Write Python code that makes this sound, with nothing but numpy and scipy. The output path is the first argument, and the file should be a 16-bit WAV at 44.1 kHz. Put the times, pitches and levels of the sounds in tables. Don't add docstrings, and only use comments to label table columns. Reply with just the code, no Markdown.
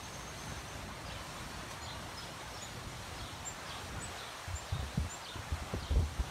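import sys
import numpy as np
from scipy import signal
from scipy.fft import rfft, irfft, next_fast_len
from scipy.io import wavfile
from scipy.ndimage import uniform_filter1d, map_coordinates

SR = 44100
rng = np.random.default_rng(int(sys.argv[2]) if len(sys.argv) > 2 else 0)


def dump_mix(stems):
    frames = np.atleast_2d(stems).T
    limited = np.clip(frames, -1, 1)
    pcm = np.round(limited * 32767).astype(np.int16)
    wavfile.write(sys.argv[1], SR, pcm)


def elevation(decibels):
    levels = np.asarray(decibels, float)
    return 10 ** (levels / 20)


N = 277830


def unit(x):
    return x / np.sqrt(np.mean(x ** 2) + 1e-20)


def along(points, hz):
    f, v = np.transpose(points)
    return np.interp(np.log(hz + 1), np.log(f + 1), v)


def wobble(rate):
    return map_coordinates(rng.standard_normal(N // 100), [np.arange(N) * rate / SR])


def filtered(x, response):
    m = next_fast_len(N + SR // 2)
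    return irfft(rfft(x, m) * response(np.fft.rfftfreq(m, 1 / SR)), m)[:N]


def rush(spectrum, patchy_db, bins=2, frames=3):
    z = signal.stft(rng.standard_normal(N), nperseg=1024)[2]
    field = rng.standard_normal(z.shape)
    field = uniform_filter1d(uniform_filter1d(field, bins, axis=0), frames, axis=1)
    noise = signal.istft(z * elevation(patchy_db * unit(field)), nperseg=1024)[1][:N]
    return unit(filtered(noise, lambda hz: elevation(along(spectrum, hz))))


def add(track, s, sound):
    part = track[round(s * SR):][:len(sound)]
    part += sound[:len(part)]


def syrinx(hz, gain, overtone_db):
    phase = 2 * np.pi * (np.cumsum(hz) / SR + rng.random())
    return np.sqrt(2) * gain * (np.sin(phase) + elevation(overtone_db) * np.sin(2 * phase))


def whistles(notes, arch_hz, burr_share):
    track = np.zeros(N)
    burr = 1 + burr_share * wobble(250)
    for s, length, middle_hz, glide_hz, db in notes:
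        u = np.linspace(0, 1, round(length * SR))
        bend = middle_hz + glide_hz * (u - .5) - arch_hz * (2 * u - 1) ** 2
        bend = bend * burr[round(s * SR):][:len(u)]
        soft_ends = np.sin(np.pi * u).clip(0) ** .6
        add(track, s, syrinx(bend, elevation(db) * soft_ends, overtone_db=-22))
    return track * elevation(3 * wobble(90))


# (time [s], length [s], middle pitch [Hz], glide from start to end [Hz], level [dB])
SEEP_NOTES = [(1.815, 0.044, 7010, 350, -54), (2.613, .044, 6930, 350, -52),
              (3.45, 0.048, 7340, 265, -40.5), (4.0, 0.034, 7100, 250, -55), (4.016, .048, 7975, -475, -46),
              (4.545, 0.065, 7300, 200, -49), (5.094, 0.064, 7236, 680, -47)]


def seeps():
    return whistles(SEEP_NOTES, arch_hz=125, burr_share=.009)


# (time [s], length [s], middle pitch [Hz], glide from start to end [Hz], level [dB])
PIPE_NOTES = [(1.797, .078, 4180, -240, -55), (1.878, 0.063, 4070, 0, -54), (2.533, 0.07, 5460, -125, -53)]


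def pipes():
    return whistles(PIPE_NOTES, arch_hz=0, burr_share=.005)


def syllables(s, gap, db, held_hz, held_db, flick_db):
    low_hz = 2428 + 19000 * gap
    top_hz = held_hz - 250
    held_s, held_sag_hz = .029, 91
    fall_s, fall_hz, fall_db = 0.0184, 856, -2
    break_share, drop_s, drop_hz, drop_db = 0.39, 0.017, 553, -1
    sweep_s, sweep_to_hz = .027, 4076
    flick_after_s, flick_s, flick_from_hz, flick_to_hz = 0.026, 0.0216, 136, 3970
    tail_under_hz, tail_db = 199, -4.5
    return [(s - held_s, held_s, held_hz + held_sag_hz / 2, held_hz - held_sag_hz / 2, held_db),
            (s, fall_s, top_hz, top_hz - fall_hz, db + fall_db),
            (s + break_share * gap, drop_s, low_hz + drop_hz, low_hz, db + drop_db),
            (s + gap, sweep_s, low_hz, sweep_to_hz, db),
            (s + gap + flick_after_s, flick_s, low_hz + flick_from_hz, flick_to_hz, flick_db),
            (s + gap + 2 * flick_after_s, flick_s, low_hz + drop_hz, low_hz - tail_under_hz, db + tail_db)]


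# (start of the fall [s],
# fall to upsweep [s], level [dB], held note [Hz], held note level [dB], last flick level [dB])
CHIRRUP_PHRASES = [(1.08, 0.022, -52, 4970, -59, -56), (1.85, 0.025, -51.5, 5040, -63, -53),
                   (2.195, 0.026, -52.5, 5140, -51.5, -63), (2.569, 0.038, -53.5, 5400, -64, -53),
                   (3.185, 0.042, -51, 5100, -60.5, -56), (3.69, 0.028, -50, 5000, -54.5, -53),
                   (4.18, .046, -50.5, 5000, -65, -65), (4.682, .057, -54, 5000, -62, -62),
                   (5.244, 0.031, -50.5, 4980, -59, -54), (5.823, 0.025, -53.5, 4820, -58, -53)]


def chirrups():
    track = np.zeros(N)
    burr = wobble(300)
    notes = [note for phrase in CHIRRUP_PHRASES for note in syllables(*phrase)]
    for s, length, start_hz, end_hz, db in notes:
        u = np.linspace(0, 1, round(length * SR))
        roughness = .05 if end_hz > start_hz else .16
        burr_hz = 55 + roughness * abs(end_hz - start_hz)
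        glide = start_hz + (end_hz - start_hz) * u + burr_hz * burr[round(s * SR):][:len(u)]
        soft_ends = np.sqrt(np.sin(np.pi * u).clip(0))
        add(track, s, syrinx(glide, elevation(db) * soft_ends, overtone_db=-38))
    return track * elevation(2.5 * wobble(150))


# (time [s], level [dB])
TRILL_NOTES = [(.029, -56), (.13, -54.5), (.196, -59), (.265, -55.5), (.378, -55), (.468, -57),
               (.555, -58.5), (.67, -57)]


def trill():
    note_s, start_hz, sag_from_s, sag_hz_per_s, pulse_hz = 0.036, 6440, 0.31, 630, 65
    track, t = np.zeros(N), np.arange(0, note_s, 1 / SR)
    burr = 1 + .009 * wobble(250)
    for s, db in TRILL_NOTES:
        hz = start_hz - sag_hz_per_s * max(s - sag_from_s, 0)
        flick_up = 1 - 0.055 * np.exp(-t / 0.0081)
        pitch = hz * flick_up * burr[round(s * SR):][:len(t)]
        pulsing = 1 + .5 * np.cos(2 * np.pi * pulse_hz * t)
        soft_ends = np.sin(np.pi * t / note_s) ** 0.35
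        add(track, s, syrinx(pitch, elevation(db) * pulsing * soft_ends, overtone_db=-29.5))
    return track


# (frequency [Hz], time to fall 60 dB [s])
TREE_DECAY = [(2500, 0.21), (5000, 0.41), (8000, 0.32)]


def woods(x, reach):
    hz, t, z = signal.stft(rng.standard_normal(SR // 2), SR, nperseg=256)
    t60 = reach * along(TREE_DECAY, hz)[:, None]
    tail = signal.istft(z * elevation(-60 * t / t60), SR, nperseg=256)[1]
    delayed = np.pad(x, (200, 0))
    return signal.fftconvolve(delayed, tail / np.linalg.norm(tail))[:N]


# (time [s], time to fall 60 dB [s], throb [Hz], throb level [dB], flap level [dB])
PORT_GUSTS = [(4.474, 0.099, 87, -36.5, -53), (4.501, 0.12, 95, -39, -65), (4.533, 0.11, 65, -33, -62),
              (4.62, 0.17, 75, -47, -70), (4.72, 0.084, 73.4, -28.5, -46), (4.748, 0.15, 123, -34.5, -42),
              (4.788, .103, 73.5, -33, -45), (4.821, 0.22, 68.5, -36.5, -46), (4.974, 0.069, 115, -25, -38),
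              (4.99, 0.21, 77, -29, -44), (5.04, .085, 79, -37, -45.5), (5.355, .068, 110, -38, -43),
              (5.385, 0.085, 80, -37, -52.5), (5.517, 0.13, 86, -29.5, -46.5),
              (5.613, .091, 73.4, -36, -45), (5.732, 0.13, 107, -32.5, -28.5),
              (5.759, .177, 74, -34.5, -60), (5.819, .146, 76, -38, -48), (5.904, 0.24, 72, -27, -39),
              (5.954, 0.21, 74.3, -21.5, -30), (5.989, 0.14, 74, -26, -38), (6.018, .275, 71, -28.5, -47),
              (6.192, .067, 67.4, -23, -40.5)]


def gusts():
    rise_cycles, flap_shorter = 0.62, 0.67
    throbs, flaps, t = np.zeros(N), np.zeros(N), np.arange(SR // 2) / SR
    unsteady = 1 + .13 * wobble(45)
    for s, t60, hz, db, flap_db in PORT_GUSTS:
        rise = rise_cycles / hz
        onset = np.sin(np.pi / 2 * np.clip(t / rise, 0, 1)) ** 2
        after = np.maximum(t - rise, 0)
        rate = hz * np.resize(unsteady[round(s * SR):], len(t))
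        cycles = np.cumsum(rate) / SR + rng.random()
        throb = np.sqrt(2) * np.sin(2 * np.pi * cycles)
        add(throbs, s, onset * elevation(db - 60 * after / t60) * throb)
        add(flaps, s, onset * elevation(flap_db - 60 * after / (flap_shorter * t60)))
    # (frequency [Hz], relative level [dB])
    flap_colour = [(60, -35), (130, 1.0), (200, 1.5), (350, -7.5), (600, -11.5), (900, -23),
                   (2000, -56), (6000, -120)]
    pressure = throbs + flaps * rush(flap_colour, patchy_db=-0.5)
    return pressure / (1 + np.abs(pressure / .11) ** 4) ** .25


# (time [s], time to fall 60 dB [s], starting level [dB])
LEAF_STROKES = [(1.699, 0.31, -50.5), (1.712, 0.143, -53), (1.735, .2, -60)]


def rustles():
    strokes, t = np.zeros(N), np.arange(SR // 4) / SR
    for s, t60, db in LEAF_STROKES:
        add(strokes, s, elevation(db - 60 * t / t60))
    return strokes * elevation(1.8 * wobble(120)) * rush(LEAF_COLOUR, patchy_db=0.0)


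# (frequency [Hz], relative level [dB])
LEAF_COLOUR = [(1290, -3), (2200, -4.5), (2570, -5.5), (4200, -2), (4910, -7.5), (5690, -4.5), (7580, -9.5),
               (9000, -9), (10400, -16.5), (12400, -17), (15600, -26)]


def flutter(count=9000):
    when, size = rng.random(count), rng.standard_normal(count)
    ticks = np.bincount((when * N).astype(int), size, N)
    return unit(filtered(ticks, lambda hz: elevation(along(LEAF_COLOUR, hz))))


def leaf_hiss(swell):
    return elevation(-51.5 + 0.72 * swell + 0.36 * wobble(11)) * rush(LEAF_COLOUR, patchy_db=2.5)


# (frequency [Hz], relative level [dB])
CANOPY_COLOUR = [(210, -17), (350, -5.5), (450, -5), (527, -1), (690, 0.5), (1070, 1), (2800, -9),
                 (3640, -13), (6160, -120)]
# (time [s], level [dB])
CANOPY_LEVEL = [(0, -50.5), (.5, -49), (1.1, -49), (2.3, -49), (2.85, -50), (4.0, -47.5), (5.05, -49.5),
                (5.75, -48), (6.0, -51.5), (6.3, -49.5)]


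def canopy_roar(swell):
    level_db = np.interp(np.arange(N) / SR, *np.transpose(CANOPY_LEVEL))
    return elevation(level_db + 0.17 * swell + 0.58 * wobble(8)) * rush(CANOPY_COLOUR, patchy_db=2.5)


# (frequency [Hz], relative level [dB])
RUMBLE_COLOUR = [(15, -45), (25, -9.5), (59, 1), (112, 0), (237, -9), (341, -12.5), (450, -21.5),
                 (580, -28.5), (990, -120)]
# (time [s], level [dB])
DISTANT_LEVEL = [(0, -52), (.4, -46.5), (1.2, -48.5), (2.0, -47.5), (2.42, -51.5), (3.2, -48), (3.8, -51),
                 (4.05, -48), (4.45, -61.5), (4.95, -51.5), (5.25, -58.5), (5.5, -50), (5.95, -51),
                 (6.3, -47.5)]


def distant_rumble():
    level_db = np.interp(np.arange(N) / SR, *np.transpose(DISTANT_LEVEL))
    return elevation(level_db + 1.85 * wobble(7)) * rush(RUMBLE_COLOUR, patchy_db=1.3)


def wind():
    swell = wobble(5.0)
    return distant_rumble() + canopy_roar(swell) + leaf_hiss(swell) + elevation(-63) * flutter()


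def scene():
    near = seeps() + pipes()
    far = chirrups() + trill()
    near_echoes = elevation(-6) * woods(near, reach=.8)
    far_echoes = elevation(-1) * woods(far, reach=1.2)
    birds = near + near_echoes + far + far_echoes
    return np.tile(birds + gusts() + rustles() + wind(), (2, 1))


def band_limit(x):
    return signal.sosfilt(signal.butter(12, 15730, fs=SR, output="sos"), x)


def record(dry):
    bass_hz, top_hz = 42, 15730

    def passed(hz):
        bass_rolloff = 1 / np.sqrt(1 + (bass_hz / (hz + 1)) ** 8)
        return (hz < top_hz) * bass_rolloff

    mix = np.array([filtered(side, passed) for side in dry])
    return band_limit(mix)


dry = scene()
out = record(dry)
dump_mix(out)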